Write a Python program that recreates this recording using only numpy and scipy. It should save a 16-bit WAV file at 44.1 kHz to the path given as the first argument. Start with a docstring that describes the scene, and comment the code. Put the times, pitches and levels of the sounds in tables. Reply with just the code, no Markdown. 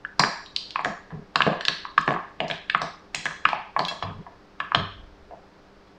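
"""Ice stirred in a steel bowl

Wooden spoon and ice knock and click on a bowl in a small hard-walled room: each blow is a damped resonant pulse.
Decaying sine modes sound when the bare steel rings and, with dull thuds, when the bowl bumps on the table.
Cubes tick as they settle; after the stirring stops, a low noise rumbles as the bowl is handled. Air noise and
a wavering hum lie beneath. Quiet bands are suppressed, the loudest peaks limited and the top band cut off.
"""
import sys
import numpy as np
from scipy import signal
from scipy.fft import rfft, irfft
from scipy.io import wavfile
from scipy.ndimage import uniform_filter1d, minimum_filter1d

SR = 44100
rng = np.random.default_rng(int(sys.argv[2]) if len(sys.argv) > 2 else 0)


def file_out(sig):
    """Save sig as 16-bit WAV at sys.argv[1]."""
    # one column per channel
    cols = np.atleast_2d(sig).T
    # limit, then scale
    lim = np.clip(cols, -1, 1)
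    pcm = np.round(lim * 32767).astype(np.int16)
    wavfile.write(sys.argv[1], SR, pcm)


N = 263713  # length of the scene [samples]
LEAD = 256  # soft onset ahead of each blow [samples]

# Blows of spoon and ice on the wall of the bowl:
# (time [s], level [dB], pitch of the place struck [Hz], weight of ice behind the blow [dB])
KNOCKS = [(0.049, 22.5, 1490, -41.5), (0.195, 29, 1000, -11), (0.2365, 23.5, 1434, -12.5),
          (0.758, 24.5, 1138, -27.5), (0.792, 20.5, 1047, -20.5), (0.847, 20.5, 1610, -15),
          (0.857, 12.5, 850, -2.5), (1.105, -4, 1002, 0.5), (1.3576, 25, 1220, -16),
          (1.4053, 30.5, 1209, -22.5), (1.419, 17.5, 1363, -18), (1.466, 16.5, 850, 5),
          (1.53, 15.5, 1027, -25), (1.6085, 10, 1613, -27.5), (1.651, 8.5, 1700, -23.5),
          (1.6832, 19.5, 1500, -14), (1.851, 15.5, 1137, -28.5), (1.978, 34, 1315, -27),
          (2.078, 21, 1122, -4), (2.107, 15, 1006, -0.5), (2.138, 10.5, 1400, -15),
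          (2.162, 17, 1100, -28.5), (2.4035, 15, 666, -5.5), (2.435, 6.5, 620, -7.5), (2.5, 12, 1682, -6),
          (2.697, 19.5, 1650, -34), (2.748, 31, 1276, -24.5), (2.817, 14.5, 963, -7.5),
          (3.1461, 12.5, 2460, -9), (3.2555, 17, 1514, -10.5), (3.264, 17, 1800, -27.5),
          (3.31, 10, 1235, -34), (3.4524, 33.5, 1336, -27.5), (3.488, 17.5, 1050, -22),
          (3.53, 24.5, 860, -22), (3.7643, 24.5, 980, -19.5), (3.793, 20.5, 1004, -9.5),
          (3.805, 14.5, 957, -14.5), (3.912, 6.5, 1005, -6.5), (4.025, 17.5, 1102, -13.5),
          (4.1, 3, 1206, -21.5), (4.265, 3.5, 952, -17), (4.6026, 18, 1310, -18.5),
          (4.719, 24.5, 1224, -28.5), (4.747, 25, 1245, -12), (5.31, 1, 716, -9)]


def gain_of(db):
    """Level and amplitude: 20 dB is a factor of ten in amplitude."""
    return 10 ** (np.asarray(db) / 20)


def unit_rms(x):
    """Normalisation: the root of the mean power becomes one."""
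    return x / np.sqrt(np.mean(x ** 2) + 1e-20)


def read_curve(points, hz):
    """Interpolation of a (frequency, value) curve on a logarithmic frequency axis, as pitch is heard."""
    frequency, value = np.transpose(points)
    return np.interp(np.log(hz + 1), np.log(frequency + 1), value)


def add(mix, time, sound):
    """Superposition: sound pressures add linearly, here from a given time [s] onward."""
    part = mix[max(round(time * SR), 0):][:len(sound)]
    part += sound[:len(part)]


def minimum_phase(gain):
    """Minimum phase: the Hilbert transform of the log gain gives the promptest pulse with that gain."""
    log_gain = np.log(np.maximum(gain, gain.max() * 1e-5))
    circle = np.r_[log_gain, log_gain[-2:0:-1]]  # both halves of the spectrum
    phase = -signal.hilbert(circle).imag[:len(gain)]
    return gain * np.exp(1j * phase)


def coloured_noise(colour):
    """Filtered noise: a gain over frequency shapes a white spectrum, then the rms is set to one."""
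    white = rfft(rng.standard_normal(N))
    return unit_rms(irfft(white * colour(np.fft.rfftfreq(N, 1 / SR)), N))


def background(air_db=-48.5, waver_hz=5, rumble_hz=50):
    """Stationary noise, tones phase-modulated by slow noise, and low noise under a level envelope."""
    # spectral shape of the room air: (frequency [Hz], relative density [dB])
    air_shape = [(25, -9.5), (110, -13.5), (230, -15.5), (550, -16), (1400, -21.5), (3000, -32.5),
                 (5000, -33.5), (9500, -57), (16000, -63)]
    # hum tones: (frequency [Hz], peak level [dB])
    hum_tones = [(195, -55.5), (301, -56.5), (399, -55)]
    # rumble as the bowl is handled: (time [s], rms level [dB])
    handling = [(4.2, -71.5), (4.85, -59), (4.98, -41.5), (5.65, -68.5)]
    t = np.arange(N) / SR
    air = gain_of(air_db) * coloured_noise(lambda hz: gain_of(read_curve(air_shape, hz)))
    hum = np.zeros(N)
    for hum_hz, level_db in hum_tones:
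        waver = coloured_noise(lambda hz: 1 / (1 + (hz / waver_hz) ** 2))  # phase [rad]
        hum += gain_of(level_db) * np.sin(2 * np.pi * hum_hz * t + waver)
    rumble = coloured_noise(lambda hz: hz / (1 + (hz / rumble_hz) ** 4))
    return air + hum + gain_of(np.interp(t, *np.transpose(handling))) * rumble


def bowl_colour(hz):
    """Contact and body filtering [dB]: soft edges dull a blow, broad resonances and hollows colour it."""
    # soft edges of wet ice and wood: (frequency [Hz], gain [dB])
    contact_edge = [(5500, -2.5), (7800, -4.5), (9200, -11.5), (16000, -19)]
    # resonances and hollows of the filled bowl: (frequency [Hz], full width at half the dB [Hz], gain [dB])
    body = [(676, 128, 7.5), (1096, 150, 5), (1410, 123, -9.5), (1691, 165, 8.5), (5800, 340, 3.5),
            (6010, 1560, -8)]
    colour_db = read_curve(contact_edge, hz)
    for centre, width, db in body:
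        colour_db = colour_db + db / (1 + (2 * (hz - centre) / width) ** 2)
    return colour_db


def contacts():
    """Mass loading damps a wall: yields blows as (time, level dB, extra room share dB, resonances)."""
    # hard edges of ice click against the steel: (time [s], level [dB], pitch [Hz])
    clicks = [(0.195, 25.5, 4920), (0.2005, 18, 2060), (0.461, -3.5, 3300), (0.5626, 17.5, 3776),
              (0.7063, 5, 3400), (0.758, 11, 2360), (0.846, -2, 5440), (1.3574, 20.5, 3350),
              (1.419, 19, 2820), (1.609, 6.5, 3520), (1.652, 14.5, 3680), (1.6826, 24, 3387),
              (1.98, 7.5, 3860), (2.4035, 14.5, 2450), (2.481, -4, 4625), (2.512, 14, 2734),
              (2.6986, 18, 2643), (2.747, 16, 2227), (2.817, 4.5, 4470), (3.1479, 7.5, 6060),
              (3.2543, 1.5, 5800), (3.4527, 20, 2490), (3.488, 6, 3370), (3.53, 11.5, 2148),
              (3.792, 11.5, 3860), (3.85, 10.5, 3670), (3.883, -2, 5890), (4.026, 6, 2680),
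              (4.6014, 11.5, 2420), (4.748, 20, 2927)]
    loaded_q, q_per_db, click_q = 0.75, 0.0382, 1.435  # Q at weight 0 dB; light knocks ring more clearly
    overtone_ratio, overtone_db, overtone_per_db = 1.92, -11.5, 0.22  # light knocks hardly reach it
    low_ratio, low_q = 0.39, 0.5  # broad low resonance, excited by the weight
    rebound_s, rebound_db, rebound_per_db = 0.0098, -5, 0.38  # a heavy load lands harder again
    room_per_weight_db = 0.1  # a loaded wall radiates more into the room
    click_room_db = -1  # extra room share of a click
    for time, level_db, hz, weight_db in KNOCKS:
        q = loaded_q * np.exp(-q_per_db * weight_db)
        room_db = room_per_weight_db * weight_db
        overtone = (hz * overtone_ratio, overtone_db + overtone_per_db * weight_db, q)
        wall = [(hz, 0, q), overtone, (hz * low_ratio, weight_db, low_q)]
        yield time, level_db, room_db, wall
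        yield time + rebound_s, level_db + rebound_db + rebound_per_db * weight_db, room_db, wall
    for time, level_db, hz in clicks:
        yield time, level_db, click_room_db, [(hz, 0, click_q)]


def knock(resonances, linger_s=0.0008, echo_db=-8, echo_s=0.0033, size=4096):
    """Impulse response: a contact excites damped resonances (Hz, dB, Q), dispersed and echoed in the bowl."""
    hz, t = np.fft.rfftfreq(size, 1 / SR) + 1, np.arange(size) / SR
    power = np.zeros(len(hz))
    for centre, db, q in resonances:
        detuning = q * (hz / centre - centre / hz)
        power += gain_of(db) ** 2 / (1 + detuning ** 2) ** 3
    place, path = (unit_rms(uniform_filter1d(uniform_filter1d(v, size=35), size=35))
                   for v in rng.standard_normal((2, len(hz))))
    # the place struck favours some of the higher wall modes and misses others
    pattern_db = 4 * np.tanh(place) * np.minimum(hz / 2500, 1.3)
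    pulse = minimum_phase(np.sqrt(power) * gain_of(bowl_colour(hz) + pattern_db))
    # each pitch takes its own time to spread over the wall, about linger_s
    delay_s = linger_s * (1 + np.tanh(path))
    pulse *= np.exp(-2j * np.pi * np.cumsum(delay_s) * SR / size)
    # echoes swell to their strongest at echo_s / 2
    echoes = rng.standard_normal(size) * t / echo_s * np.exp(-t / echo_s * 2)
    echoes *= gain_of(echo_db) / np.linalg.norm(echoes)
    sound = np.roll(irfft(pulse * (1 + rfft(echoes))), LEAD)
    return sound * signal.windows.tukey(size, 2 * LEAD / size)


def knocks(places=3, share_db=6, share_per_db=-0.2986):
    """Direct and reverberant paths: all blows as heard directly, and as sent into the room from a few places."""
    direct, sent = np.zeros(N), np.zeros((places, N))
    for k, (time, level_db, room_db, resonances) in enumerate(contacts()):
        sound = gain_of(level_db) * knock(resonances)
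        add(direct, time - LEAD / SR, sound)
        # the room share falls as the blow gets harder
        share = gain_of(share_db + share_per_db * level_db + room_db)
        add(sent[k % places], time - LEAD / SR, share * sound)
    return direct, sent


def jostle(direct, per_s=150, level_db=-12, settle_s=0.042, low_hz=900, high_hz=7000, count=12):
    """Random (Poisson-like) impacts: cubes tick together in proportion to the decaying motion after each blow."""
    keep = np.exp(-1 / (settle_s * SR))  # settle_s: time constant of the power
    motion = np.sqrt(signal.lfilter([1 - keep], [1, -keep], direct ** 2))
    out, t = np.zeros(N), np.arange(SR // 100) / SR
    for f in np.geomspace(low_hz, high_hz, count):
        struck = rng.random(N) < per_s / count / SR
        ticks = struck * rng.rayleigh(1, N) * motion
        ring = (f * t) ** 2 * np.exp(-f * t) * np.sin(2 * np.pi * f * t)
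        out += signal.oaconvolve(ticks, ring)[:N]
    colour = gain_of(bowl_colour(np.fft.rfftfreq(N, 1 / SR)))
    return gain_of(level_db) * irfft(rfft(out) * colour, N)


def bumps(bump_db=-36, push_s=0.00091, thud_db=-4, thud_s=0.015, low_hz=135, high_hz=330,
          rock_hz=97, rock_t60=0.69):
    """Modal excitation: weight, sliding and rocking drive low modes of bowl and table, with thuds of ice."""
    # modes of the bowl standing on the table: (frequency [Hz], relative level [dB], t60 [s])
    table_modes = [(158.6, 5, 0.25), (175.4, -3.5, 0.33), (216.2, -1, .2), (291.6, -26, 0.11),
                   (411, -3, 0.099)]
    # the base shudders across the table: (time [s], length [s], rms level [dB])
    slides = [(1.11, .14, -38.5), (4.03, .21, -41.5), (4.76, 0.092, -36)]
    # the whole bowl rocks on its base: (time [s], starting level [dB])
    rocks = [(4.037, -33.5), (4.765, -31)]
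    out, t = np.zeros(N), np.arange(SR // 2) / SR
    band = signal.butter(3, [low_hz, high_hz], "band", fs=SR, output="sos")
    ring = unit_rms(sum(gain_of(db - 60 * t / t60) * np.sin(2 * np.pi * f * t) for f, db, t60 in table_modes))
    for time, level_db, _, weight_db in KNOCKS:
        force = gain_of(level_db + weight_db + bump_db)
        shifting_ice = rng.standard_normal(len(t)) * np.exp(-t / thud_s)
        thud = unit_rms(signal.sosfilt(band, shifting_ice))
        # a gentle push builds slowly, a hard bump at once; push_s is the time at a force of one
        swell = 1 - np.exp(-t * force / push_s)
        bump = unit_rms(swell * (ring + gain_of(thud_db) * thud))
        add(out, time, force * bump / abs(ring).max())
    for time, length, level_db in slides:
        rub = signal.fftconvolve(rng.standard_normal(SR), ring, "valid")[:round(length * SR)]
        add(out, time, gain_of(level_db) * unit_rms(rub * signal.windows.tukey(len(rub), 0.3)))
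    for time, level_db in rocks:
        add(out, time, gain_of(level_db - 60 * t / rock_t60) * np.sin(2 * np.pi * rock_hz * t))
    return out


def steel():
    """Modal synthesis: a cube strikes bare steel; the place favours some modes and resting ice damps them."""
    # clinks: (time [s], level [dB], pitch struck hardest [Hz], factor on the ring time [1])
    clinks = [(0.193, -38, 5800, 0.54), (3.1456, -40.5, 3870, 3.2), (3.265, -39, 1190, 0.65),
              (3.884, -23, 3230, 0.39), (4.027, -31.5, 3636, 0.25), (4.747, -29.5, 4600, 0.6),
              (5.87, -60.5, 4285, .8)]
    # modes of the steel wall: (frequency [Hz], relative level [dB], t60 before that factor [s])
    wall_modes = [(1675, -3, .35), (2230, -12, .35), (2700, -6, .28), (3335, 0, .42), (4097, -6, .34),
                  (4800, -11, .4), (5400, -14, .35), (6541, -15, .22)]
    out, t = np.zeros(N), np.arange(SR // 2) / SR
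    for time, level_db, centre, hold in clinks:
        for f, db, t60 in wall_modes:
            favour = np.exp(-np.log2(f / centre) ** 2)
            envelope = favour * gain_of(level_db + db - 60 * t / (t60 * hold))
            add(out, time, envelope * rng.choice([-1, 1]) * np.sin(2 * np.pi * f * t))
    return out


def room(x, arrive_s=0.0019, size=256):
    """Diffuse reverberation: dense reflections swell within milliseconds, each band decaying at its own t60."""
    # reverberation time: (frequency [Hz], t60 [s])
    decay_times = [(100, 0.15), (700, 0.5), (2000, 0.63), (5000, 0.59), (12000, 0.45)]
    # colour of the reverberation: (frequency [Hz], gain [dB])
    room_colour = [(300, 1.5), (600, 0.5), (3000, -6.5), (6000, -2), (12000, -9.5)]
    hz, t, z = signal.stft(rng.standard_normal(SR), SR, nperseg=size)
    t60 = read_curve(decay_times, hz)[:, None]
    equal_energy = np.sqrt(2 * np.log(1000) / t60 / SR)  # long decays start lower
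    z *= gain_of(read_curve(room_colour, hz)[:, None] - 60 * t / t60) * equal_energy
    tail = signal.istft(z, SR, nperseg=size)[1]
    tail *= 1 - np.exp(-(np.arange(len(tail)) / SR / arrive_s) ** 2)
    return signal.fftconvolve(x, tail)[:N]


def scene(small_room_db=-4, bump_room_db=-9):
    """Superposition of direct sounds, their reverberation and the background."""
    direct, sent = knocks()
    small, low = steel() + jostle(direct), bumps()
    reflections = sum(room(x) for x in sent)
    reflections += room(gain_of(small_room_db) * small + gain_of(bump_room_db) * low)
    return (direct + small + low + reflections + background())[None]


def suppress(x, depth_db=5, margin_db=9, size=1024):
    """Spectral noise suppression: each band is turned down whenever it sinks close to its own quiet level."""
    z = signal.stft(x, nperseg=size, noverlap=size * 3 // 4)[2]
    power = uniform_filter1d(abs(z) ** 2, size=15, axis=0)  # smoothed over frequency, then time
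    power = uniform_filter1d(power, size=3, axis=1)
    quiet = np.percentile(power, 15, axis=1, keepdims=True) * gain_of(margin_db) ** 2
    z *= gain_of(-depth_db / (1 + (power / quiet) ** 4))
    return signal.istft(z, nperseg=size, noverlap=size * 3 // 4)[1][:N]


def record(dry, edge_hz=15900):
    """Dynamic and band limiting: suppression, a quick limiter to full scale, then a linear-phase low-pass."""
    x = suppress(dry[0])
    gain = minimum_filter1d(1 / np.maximum(abs(x), 1), size=200)
    limited = x * uniform_filter1d(gain, size=200)
    low_pass = signal.firwin(511, edge_hz, window=("kaiser", 9), fs=SR)
    return signal.oaconvolve(limited, low_pass, "same")[None]


dry = scene()
out = record(dry)
file_out(out)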